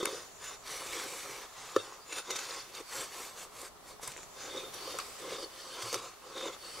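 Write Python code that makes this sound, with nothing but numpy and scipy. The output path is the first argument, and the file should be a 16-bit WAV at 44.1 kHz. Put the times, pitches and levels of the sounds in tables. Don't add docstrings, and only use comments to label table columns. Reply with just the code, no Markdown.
import sys
import numpy as np
from scipy import signal
from scipy.fft import rfft, irfft, next_fast_len
from scipy.io import wavfile
from scipy.ndimage import uniform_filter1d, map_coordinates

SR = 44100
rng = np.random.default_rng(int(sys.argv[2]) if len(sys.argv) > 2 else 0)


def inscribe(sig):
    pcm = np.round(np.clip(np.atleast_2d(sig).T, -1, 1) * 32767)
    wavfile.write(sys.argv[1], SR, pcm.astype(np.int16))


def boost_factor(decibels):
    exponent = np.asarray(decibels, float) / 20
    return 10 ** exponent


N = 299880

# centre_hz, width_hz, level_db
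FLEX = [(341, 108, -6), (408.4, 89, -2), (465.7, 67.5, -2.5), (539, 37.4, -2)]
# centre_hz, width_hz, level_db
EDGE = [(778, 250, -9), (1078, 150, 2), (1212, 262, 0.5), (1336, 138, -0.5), (1430, 60, -34)]
# centre_hz, width_hz, level_db
LIFTED = [(1517, 42, -3), (2652, 53, -3), (3700, 100, -6.5), (5000, 200, -12), (5790, 62, -9),
          (6980, 270, -4.5), (7290, 150, -10), (9000, 400, -17)]
FADE_DB = 16


def unit(x):
    return x / np.sqrt(np.mean(x ** 2) + 1e-20)


def along(points, hz):
    f, v = np.transpose(points)
    return np.interp(np.log(hz + 1), np.log(f + 1), v)


def wobble(rate_hz):
    knots = rng.standard_normal(int(N * rate_hz / SR) + 4)
    return map_coordinates(knots, [np.arange(N) * rate_hz / SR])


def filtered(x, response):
    m = next_fast_len(N + SR // 2)
    return irfft(rfft(x, m) * response(np.fft.rfftfreq(m, 1 / SR)), m)[..., :N]


def body(modes):
    def response(f):
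        total = 0
        for k, (centre, width, db) in enumerate(modes):
            damping = 1j * f * width
            total = total + (-1) ** k * boost_factor(db) * damping / (centre * centre - f * f + damping)
        return total
    return response


def driven(db, drive, response):
    return filtered(boost_factor(db) * drive, response) / np.std(filtered(drive, response))


def ring(hz, db, t60, attack):
    t = np.arange(SR // 2) / SR
    return boost_factor(db - 60 * t / t60) * np.sin(2 * np.pi * hz * t) * (1 - np.exp(-t / attack))


def add(track, s, sound):
    track[round(s * SR):][:len(sound)] += sound


def strokes():
    cutting, flat, askew = [(1490, 200, -14.5), (2186, 310, 4), (3910, 100, 0.5), (4580, 110, -4),
                            (5880, 120, 1), (6140, 70, -14), (7280, 60, -3), (8000, 150, -4),
                            (9200, 60, -22), (9850, 120, 0), (10000, 340, -4), (12230, 140, -1.5)], [(2076, 106, -9.5), (3446, 130, -5), (3584, 130, -2),
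                                             (3676, 80, 1)], [(3030, 110, 0), (4493, 210, 4.5),
                                                           (4700, 230, 0.5), (4950, 200, -5), (5663, 54, 0),
                                                           (9350, 350, -11)]
    bench, air = [(119.7, 16.4, -1), (164, 103, -2.5)], [(12200, 5900, 0)]
    # frequency_hz, density_db (per Hz)
    fibre, fizz = [(820, -10), (1400, 7), (2760, 2), (3750, 2.5), (5550, 0.5), (6130, 3), (7700, -21.5),
                   (10000, -58), (16900, -120)], [(4710, -11), (8000, 2.5), (9330, -5), (10200, -7.5), (12300, -18),
                                  (15800, -22)]
    flex_db, edge_db, scrape_db, fizz_db, air_db, *rings_db = effort()
    tear = grainy(tearing(spread_db=3.0, chatter_db=0.95), depth_db=3.0, wide=3)
    push = tearing(spread_db=3, chatter_db=2.0)

    def narrow_board(f):
        return body(FLEX)(f) * f ** 2 / (f ** 2 + 260 ** 2) / (1 + 1j * (f / 640) ** 3)

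    out = driven(flex_db, push, narrow_board)
    out += driven(edge_db, push + 0.4 * tear, body(EDGE))
    out += driven(edge_db - 16.0, tear, body(bench))
    out += driven(scrape_db - 4.0, tear, lambda f: boost_factor(along(fibre, f)))
    out += driven(fizz_db, tear, lambda f: boost_factor(along(fizz, f)))
    out += driven(air_db, tear, lambda f: body(air)(f) ** 2)
    rub = grainy(tearing(spread_db=3.5, chatter_db=1.5), depth_db=3.2, wide=7)
    holds = (cutting, flat, LIFTED, askew)
    in_cut, lying, touching, slanted = [driven(db, rub, body(modes)) for db, modes in zip(rings_db, holds)]
    return out + bent(in_cut + lying, scrape_db), bent(touching + slanted, scrape_db)


def effort():
    # hardest_s, rise_s, fall_s, scrape_db, push_db (on the board)
    cuts = [
        (0.714, 0.077, 0.17, -44.5, -9),
        (.988, 0.28, 0.12, -44, -4.5),
        (1.148, 0.26, 0.35, -47, -6),
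        (1.29, 0.055, 0.11, -54, 2.5),
        (5.06, 0.089, 0.12, -53.5, -3),
    ]
    skims = [(.004, .05, 0.024, -45, 7), (0.031, 0.006, .012, -46, 2), (0.088, .03, 0.04, -47.5, -2),
             (1.76, 0.049, 0.088, -49, 1), (0.14, 0.025, 0.041, -55, 13), (2.31, 0.056, 0.11, -47, 0),
             (2.804, 0.0094, 0.012, -56.5, 12), (4.571, 0.19, 0.13, -47.5, 5),
             (5.24, 0.055, 0.18, -50.5, 6.5), (5.317, 0.052, 0.078, -44, 2), (6.41, 0.094, 0.077, -47, 4.5),
             (6.465, 0.11, 0.05, -46, 0), (6.375, 0.017, 0.016, -47.5, -6), (6.8, .03, .03, -55, 7),
             (6.53, 0.056, 0.037, -56, 2)]
    grazes = [
        (.13, 0.27, 0.16, -47.5, -3.5),
        (.46, 0.072, .1, -44, -14.5),
        (1.83, 0.042, 0.071, -51, -4),
        (2.141, 0.091, 0.1, -46, -3.5),
        (2.187, 0.061, 0.032, -40.5, -16),
        (2.45, 0.26, 0.25, -44, -12.5),
        (4.42, 0.078, 0.12, -49.5, -7.5),
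        (.54, .05, 0.032, -51.5, -10),
    ]
    slices = [
        (2.57, 0.32, 0.057, -48.5, -5.5),
        (2.762, 0.045, 0.076, -46.5, -2.5),
        (4.75, 0.028, .06, -48.5, -0.5),
        (4.9, 0.19, 0.16, -45, -2),
        (5.005, 0.036, 0.041, -46.5, -2.5),
        (5.77, 0.093, 0.14, -47, -11),
        (5.83, 0.074, 0.095, -45, -3.5),
        (5.94, 0.048, 0.044, -42, 2),
        (5.985, 0.035, 0.021, -46, -5),
    ]
    curls = [(2.69, 0.03, 0.044, -62, 9.5), (3.0, 0.14, 0.08, -43, -5.5), (3.207, 0.18, 0.17, -48.5, -7),
             (3.42, 0.1, 0.06, -50.5, -3.5), (3.631, 0.12, 0.047, -50, -5.5), (3.668, .04, 0.028, -53, -9),
             (3.38, 0.023, 0.062, -54.5, -4), (2.8, .03, .025, -59, -2), (3.89, 0.057, 0.067, -54.5, -3),
             (5.87, 0.075, 0.08, -48, -16), (4.035, 0.025, 0.049, -48.5, -6),
             (4.085, 0.043, 0.057, -49, -8)]
    rubs = [
        (1.43, 0.27, 0.044, -49.5, -8),
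        (1.63, .12, 0.22, -48.5, -12),
        (1.9, 0.19, 0.13, -52.5, -3.5),
        (6.03, 0.11, 0.13, -48.5, -7),
        (6.3, 0.16, .1, -55.5, 0.5),
        (6.535, .04, .04, -55, -4),
    ]
    drags = [
        (.25, 0.2, 0.073, -63.5, -16),
        (1.5, 0.066, .06, -83, -12),
        (4.18, 0.086, 0.11, -59.5, -4),
        (4.28, 0.11, 0.14, -72, -20),
        (5.15, 0.077, 0.15, -56, -7),
    ]
    sweeps = [
        (5.42, 0.095, 0.06, -51, 5),
        (5.6, 0.14, 0.13, -52.5, -6),
        (5.7, 0.084, 0.087, -52.5, -5),
        (6.66, 0.097, 0.14, -52.5, -4),
        (6.79, 0.12, .1, -50.5, -4),
    ]
    # cutting_db, flat_db, lifted_db, askew_db
    ring_rows = [
        (-4.5, -15, -19.5, -12.5),
        (-28, 0, -13, -11),
        (-18, -8, -5, -15.5),
        (-14.5, -8, -16, -6.5),
        (-7, -10.5, -11.5, -10),
        (-14.5, -36, -11, -21),
        (-28, -17, -2.5, -7),
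        (-28, -9, -16, 0),
    ]
    # edge_db, fizz_db, air_db
    layer_rows = [
        (-5, -4, -23),
        (-3.5, -10, -32),
        (-7, -12.5, -26),
        (-3.5, -11, -26),
        (-2, -1.5, -13.5),
        (-1, -12, -38),
        (-4, -5, -33),
        (-4, -6, -36),
    ]
    rise_curve, fall_curve = 1.76, 2.1
    edge_follows, fizz_follows = 0.23, 0.033
    resting_db = -63.5
    lasts = np.array([0.86, 1.08, 1, 0.9, 0.9, 1, 1, 1, 1])[:, None]
    t, power = np.arange(0, N / SR + .01, .002), 1e-12
    holds = (cuts, skims, grazes, slices, curls, rubs, drags, sweeps)
    for bites, rings, (edge_db, fizz_db, air_db) in zip(holds, ring_rows, layer_rows):
        for s, rise, fall, db, push_db in bites:
            before = t < s
            away = np.abs(t - s) / np.maximum(np.where(before, rise, fall), .005) / lasts
            over = [push_db, edge_db + edge_follows * push_db, 0, fizz_db + fizz_follows * push_db, air_db, *rings]
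            fade_db = FADE_DB * away ** np.where(before, rise_curve, fall_curve)
            power = power + boost_factor(2 * (db + np.array(over)[:, None] - fade_db))
    power[1] += boost_factor(2 * resting_db)
    return [np.interp(np.arange(N) / SR, t, 10 * np.log10(p)) for p in power]


def tearing(spread_db, chatter_db):
    size = boost_factor(spread_db * uniform_filter1d(rng.exponential(size=N), size=3))
    return unit(size * rng.standard_normal(N) * boost_factor(chatter_db * (wobble(35) + wobble(140))))


def grainy(x, depth_db, wide):
    z = signal.stft(x, nperseg=512)[2]
    field = uniform_filter1d(rng.standard_normal(z.shape), size=round(wide), axis=0)
    field = uniform_filter1d(field, size=22, axis=1)
    return unit(signal.istft(z * boost_factor(depth_db * unit(field)), nperseg=512)[1][:N])


def bent(x, press_db):
    bend_per_db = .0008
    press_db = np.clip(press_db, -62, -40)
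    slow_db = uniform_filter1d(press_db, size=SR // 2)
    moment = np.arange(N) + np.cumsum(bend_per_db * (press_db - slow_db))
    return map_coordinates(x, [np.clip(moment, 0, N - 1)])


def snaps():
    # start_s, peak_db, knock_db (board), top_db (treble), length_s
    catches = [(0.028, -25, 7, -10.5, 0.012), (0.0336, -34, 6, -15.5, 0.008), (0.051, -26, 10, -15, 0.0074),
               (0.0545, -13, 1.5, -14, 0.005), (0.0725, -24, 7, -18, 0.013), (0.439, -24, -20, -5, 0.02),
               (0.672, -24, -16, -18, 0.016), (0.709, -20.5, -16, -8, 0.022),
               (2.12, -18.5, -22, -43, 0.026), (2.1826, -11, -26, -43, 0.0078),
               (2.303, -12, -10, -15, 0.018), (2.355, -15, -6, -11, 0.025), (2.385, -16.5, -25, -14, 0.021),
               (2.7481, -23, -20, -8, 0.013), (3.617, -38, 0, 5, 0.006), (4.026, -35.5, 0, 9, 0.018),
               (4.073, -28, 3, 2, 0.012), (4.734, -27, -8, -14, 0.017), (4.9855, -22, 0, -16, 0.011),
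               (5.819, -22.5, -9, -4, 0.02), (5.927, -16, -2, 0, 0.005), (5.9418, -10, -3.5, -2, 0.0053),
               (6.375, -32, -1, -29, 0.012), (6.409, -25, 5.5, -30, 0.0084), (6.437, -34, -7.5, -20, 0.012),
               (6.4686, -28.5, 4, -18, 0.011), (0.986, -23, -6, -14, 0.015), (0.862, -23, -6, -12, 0.027),
               (1.308, -27, -8, -10, 0.011), (3.375, -30, 2, -15, .015), (6.339, -35, 7, -20, .01),
               (6.455, -25, 6, -19, 0.009), (6.483, -27, -3, -20, .008), (6.546, -29, 0, -15, .008)]
    builds, peaks = 0.7, 0.24
    crack, top, tap = np.zeros((3, N + SR))
    t, lead = np.arange(2000) / SR, .015
    noises = rng.standard_normal((len(catches), len(t)))
    for (s, db, knock_db, top_db, life), noise in zip(catches, noises):
        life = np.clip(life, .002, .04)
        late = (t - lead) / life - peaks
        burst = noise * boost_factor(-13 - 37.0 * np.where(late > 0, late, -late / builds))
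        add(crack, s - lead, boost_factor(db) * burst)
        add(top, s - lead, boost_factor(db + top_db - 12.5 - 33 * np.abs(late - .1)) * noise)
        add(tap, s, boost_factor(db + knock_db + 5.5) * np.hanning(12))

    def band(f, lo_hz, hi_hz):
        return 1j * f / (lo_hz + 1j * f) / (1 + 1j * f / hi_hz) ** 2

    out = filtered(crack[:N], lambda f: band(f, 1300, 8000) / (1 + (f / 11000) ** 4) + 2.4 * body(LIFTED)(f))
    out = out + filtered(top[:N], lambda f: 3 * band(f, 8000, 11000) ** 2 / (1 + (f / 14000) ** 4))
    return out + filtered(tap[:N], body([*FLEX, *EDGE]))


def splinters():
    # start_s, peak_db, centre_hz, width_hz, t60_s
    breaks = [(.0551, -15.5, 9800, 4500, .009), (.0558, -16.5, 4500, 5000, .011),
              (.029, -36, 7000, 2000, .03), (3.6158, -29, 8500, 7000, .009), (4.014, -48, 9500, 5000, .08),
              (4.0352, -35, 10000, 5000, .01), (4.044, -35, 7000, 2500, .015),
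              (4.0762, -23, 9500, 8000, .013), (4.081, -34, 2200, 2000, .02), (4.74, -39, 11000, 5000, .06),
              (4.9867, -26, 7500, 6000, .016), (5.0005, -29, 4300, 2200, .025),
              (4.9875, -31, 2400, 2000, .04), (2.3115, -33, 12000, 3000, .02),
              (2.508, -33, 4000, 2000, .04), (2.452, -35, 5000, 5000, .04), (1.7625, -29, 4000, 4000, .03),
              (3.238, -35, 6000, 4000, .015), (4.998, -33, 2200, 1500, .03), (.052, -27, 1500, 1000, .05)]
    side_db = -7
    out, t = np.zeros((2, N + SR)), np.arange(4096) / SR
    f = np.fft.rfftfreq(len(t), 1 / SR)
    noises = rng.standard_normal((len(breaks), 2, len(t)))
    for (s, db, hz, width_hz, t60), noise in zip(breaks, noises):
        response = body([(hz, width_hz, 0)])(f) ** 2 / (1 + (f / 13000) ** 8)
        mid, side = unit(irfft(rfft(noise) * response)) * boost_factor([[0], [side_db]])
        decay = boost_factor(db - 6 - 60 * t / t60) * (1 - np.exp(-t / .0003))
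        add(out.T, s, (decay * [mid + side, mid - side]).T)
    return out[:, :N]


def ticks():
    # start_s, peak_db, pitch_hz, cycles
    clicks = [(3.9966, -35.5, 880, 2.8), (4.0328, -28, 1500, 1.2), (4.119, -26, 7000, 3),
              (4.1192, -30, 2500, 1.5), (4.124, -36, 2500, 1.3), (4.1375, -34, 2300, 1.5),
              (4.2315, -34, 1800, 1.5), (4.138, -30, 4500, 1.1), (4.1651, -28, 1910, 2.1),
              (4.171, -31, 7160, 4.7), (4.178, -29, 2400, 1.6), (4.1782, -34, 6500, 2.5),
              (4.191, -36, 1200, 2), (4.103, -38, 2800, 2), (4.146, -40, 2200, 2), (4.155, -41, 3200, 2),
              (4.186, -39, 2600, 2), (4.207, -42, 2000, 2), (4.2318, -30, 6500, 2.6),
              (4.988, -27.5, 1300, 11), (0.028, -38.5, 1010, 1.1), (0.0567, -24.5, 2190, 10),
              (0.0724, -34, 510, 2.3), (4.741, -34, 5870, 8), (5.769, -24, 3000, 1), (5.9298, -17, 6400, 3),
              (5.9437, -13, 5500, 2.5), (5.958, -28, 8500, 4), (4.109, -38, 3000, 1.5),
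              (4.407, -32, 1800, 1.5), (6.4098, -27, 1500, 1.5), (6.566, -35, 1200, 2.7),
              (3.893, -38, 5500, 1.5), (5.72, -34, 2500, 1.5), (1.42, -36, 3000, 1.2)]
    out = np.zeros(N + SR)
    for s, db, hz, cycles in clicks:
        add(out, s, ring(hz, db, 3 * cycles / hz, attack=.12 / hz))
    return out[:N]


def knocks():
    # pitch_hz, level_db, t60_s
    blow = [(530, -1, 0.05), (405, 6.5, 0.021), (313, -2.5, 0.023), (1200, 3, 0.02), (1760, -14.5, 0.036),
            (1310, -12.5, 0.071), (100, -34, 0.23), (2690, -24, 0.04), (3780, -26, 0.05),
            (4530, -17, 0.014), (5820, -18, 0.014), (7050, -12, 0.01)]
    # start_s, pitch_hz, level_db, t60_s
    thuds = [
        (5.83, 114, -40.5, 0.2),
        (5.96, 120, -34, 0.062),
        (3.8, 960, -52, 0.042),
        (7.2, 520, -27, 0.034),
        (4.08, 128, -35, 0.056),
    ]
    # start_s, pitch_hz, level_db, t60_s
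    bounces = [(.001, 430, -29, 0.027), (0.0292, 400, -18, .022), (.0278, 1050, -22, .018),
               (0.0347, 400, -25, .03), (.0495, 470, -26, .025), (.0725, 440, -27, .03),
               (.128, 400, -31, 0.057), (5.927, 477, -30, 0.054), (6.465, 417, -30.5, .04),
               (.066, 3700, -36, .1), (1.7825, 480, -29, .025), (1.789, 3700, -39, .09),
               (1.799, 2700, -42, .06), (1.7995, 500, -34, .03), (4.995, 1150, -30, .04),
               (4.08, 1000, -33, .025), (.716, 480, -38, .03), (.862, 420, -38, .03),
               (1.059, 330, -37, .04), (1.292, 400, -39, .06), (2.507, 480, -39, .04),
               (3.614, 500, -41, .03), (4.123, 480, -46, .02), (4.163, 500, -42, .02)]
    knock_s, knock_db = 1.7628, -14
    out = np.zeros(N + SR)
    for k, (hz, db, t60) in enumerate(blow):
        add(out, knock_s, boost_factor(knock_db) * (-1) ** k * ring(hz, db, t60, attack=0.0017))
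    woody = uniform_filter1d(rng.standard_normal(900), size=4) * boost_factor(-60 * np.arange(900) / SR / 0.015)
    add(out, knock_s, boost_factor(knock_db - 13.5) * woody)
    for s, hz, db, t60 in thuds:
        add(out, s, ring(hz, db, t60, attack=0.018))
    for s, hz, db, t60 in bounces:
        add(out, s, ring(hz, db, t60, attack=0.0014))
    return out[:N]


def rustle():
    # hardest_s, rise_s, fall_s, level_db
    brushes = [
        (.2, 0.084, .1, -67),
        (.36, .1, 0.076, -60),
        (.6, .05, 0.067, -61.5),
        (1.5, 0.083, 0.066, -61.5),
        (4.14, .05, 0.13, -58),
        (4.24, .06, .06, -60.5),
        (4.32, .06, .08, -63),
        (4.42, 0.071, .06, -59),
        (6.06, .06, 0.068, -62.5),
    ]
    # centre_hz, width_hz, level_db
    whisper = [(7150, 1000, 0), (5800, 560, -3), (2600, 900, -7)]
    t, power = np.arange(N) / SR, 1e-12
    for s, rise, fall, db in brushes:
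        away = (t - s) / np.where(t < s, rise, fall)
        power = power + boost_factor(2 * (db - FADE_DB * away ** 2))
    friction = tearing(spread_db=3.0, chatter_db=1.9)
    return driven(10 * np.log10(power), friction, lambda f: body(whisper)(f) ** 2 / (1 + (f / 8800) ** 8))


def bird():
    # start_s, length_s, from_hz, to_hz, level_db
    calls = [
        (1.998, 0.062, 4700, 4870, -61),
        (2.82, 0.12, 4740, 4770, -62),
        (5.047, 0.0746, 4800, 4940, -70),
        (6.24, 0.085, 4700, 4800, -65),
    ]
    out = np.zeros(N + SR)
    for s, length, from_hz, to_hz, db in calls:
        n = round(length * SR)
        phase = 2 * np.pi * np.cumsum(np.linspace(from_hz, to_hz, n)) / SR
        add(out, s, boost_factor(db) * np.hanning(n) ** 0.29 * np.sin(phase))
    return out[:N]


def trees(x):
    # frequency_hz, t60_s
    decay = [(200, 0.16), (2000, 0.15), (10000, 0.027)]
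    hz, t, z = signal.stft(rng.standard_normal((2, SR // 2)), SR, nperseg=256)
    tail = signal.istft(z * boost_factor(-60 * t / along(decay, hz)[:, None]), SR, nperseg=256)[1]
    return signal.fftconvolve(np.pad(x, (60, 0))[None], tail / np.linalg.norm(tail[0]), axes=1)[:, :N]


def background():
    # frequency_hz, density_db (per Hz)
    spectrum = [(12, -31), (20, -9.5), (85, -16), (345, -18), (419, -8.5), (482, -20), (554, -11),
                (1200, -17), (1950, -18), (2570, -21), (4140, -20), (10500, -24.5), (15800, -28.5)]
    # frequency_hz, correlation
    alike = [(30, 0.052), (150, 0.16), (500, 0.44), (1500, 0.17), (5000, 0.2), (12000, -.08)]
    # time_s, hiss_db (over its mean)
    hiss_levels = [(0, 3), (.33, -2.5), (.6, -5), (1.2, 2.5), (1.5, -0.5), (2.0, 0.5), (3.0, 0), (3.7, -5.5),
                   (4.0, -5), (4.3, -4), (4.8, 2), (5.6, 1), (6.15, -1), (6.8, 1.5)]
    level_db, hiss_from_hz = -53, 1400

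    def mid_side(hz):
        turn = np.arccos(np.clip(along(alike, hz), -1, 1)) / 2
        return boost_factor(along(spectrum, hz)) * [np.cos(turn), np.sin(turn)]

    mid, side = filtered(rng.standard_normal((2, N)), mid_side)
    wood = unit(np.array([mid + side, mid - side]))
    hum = filtered(wood, lambda hz: 1 / (1 + (hz / hiss_from_hz) ** 4))
    hiss_gain = boost_factor(np.interp(np.arange(N) / SR, *np.transpose(hiss_levels)))
    return boost_factor(level_db + 1.5 * wobble(1.0)) * (hum + hiss_gain * (wood - hum))


def scene():
    (wood, free), call = strokes(), bird()
    hits = snaps() + ticks() + knocks()
    free = free + rustle()
    work = wood + free + hits
    sideways = [(200, -25), (1500, -20), (5000, -8.5), (12000, 2)]  # frequency_hz, level_db
    scattered = filtered(work + .6 * free + .4 * hits, lambda f: boost_factor(along(sideways, f)))
    return work * boost_factor([[-.12], [.12]]) + call + trees(scattered + call) + background() + splinters()


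def narrowed(x, under_db, doubt_db):
    z = signal.stft([x[0] + x[1], x[0] - x[1]], nperseg=2048)[2]
    band = np.arange(z.shape[1]) // 26
    mid, side = np.add.reduceat(np.abs(z) ** 2, np.unique(band) * 26, axis=1) + 1e-20
    share_db = 10 * np.log10(side / mid)
    share_db = share_db - np.median(share_db, axis=1)[:, None]
    limit_db = under_db + doubt_db * rng.standard_normal(mid.shape)
    keep = share_db + 2 * share_db[1:27].mean(0) > 2 * limit_db
    keep[0] = True
    widen = boost_factor(np.interp(band, [3, 14], [0, 3]))[:, None]
    width = signal.istft(z[1] * keep[band] * widen, nperseg=2048)[1][:N]
    return (x[0] + x[1] + np.array([width, -width])) / 2


def low_pass(x):
    return signal.sosfilt(signal.butter(12, 16510, fs=SR, output="sos"), x)


def record(dry):
    top_hz = 15760
    sound = narrowed(filtered(dry, lambda hz: hz < top_hz), under_db=-1.2, doubt_db=2.0)
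    return low_pass(sound)


dry = scene()
out = record(dry)
inscribe(out)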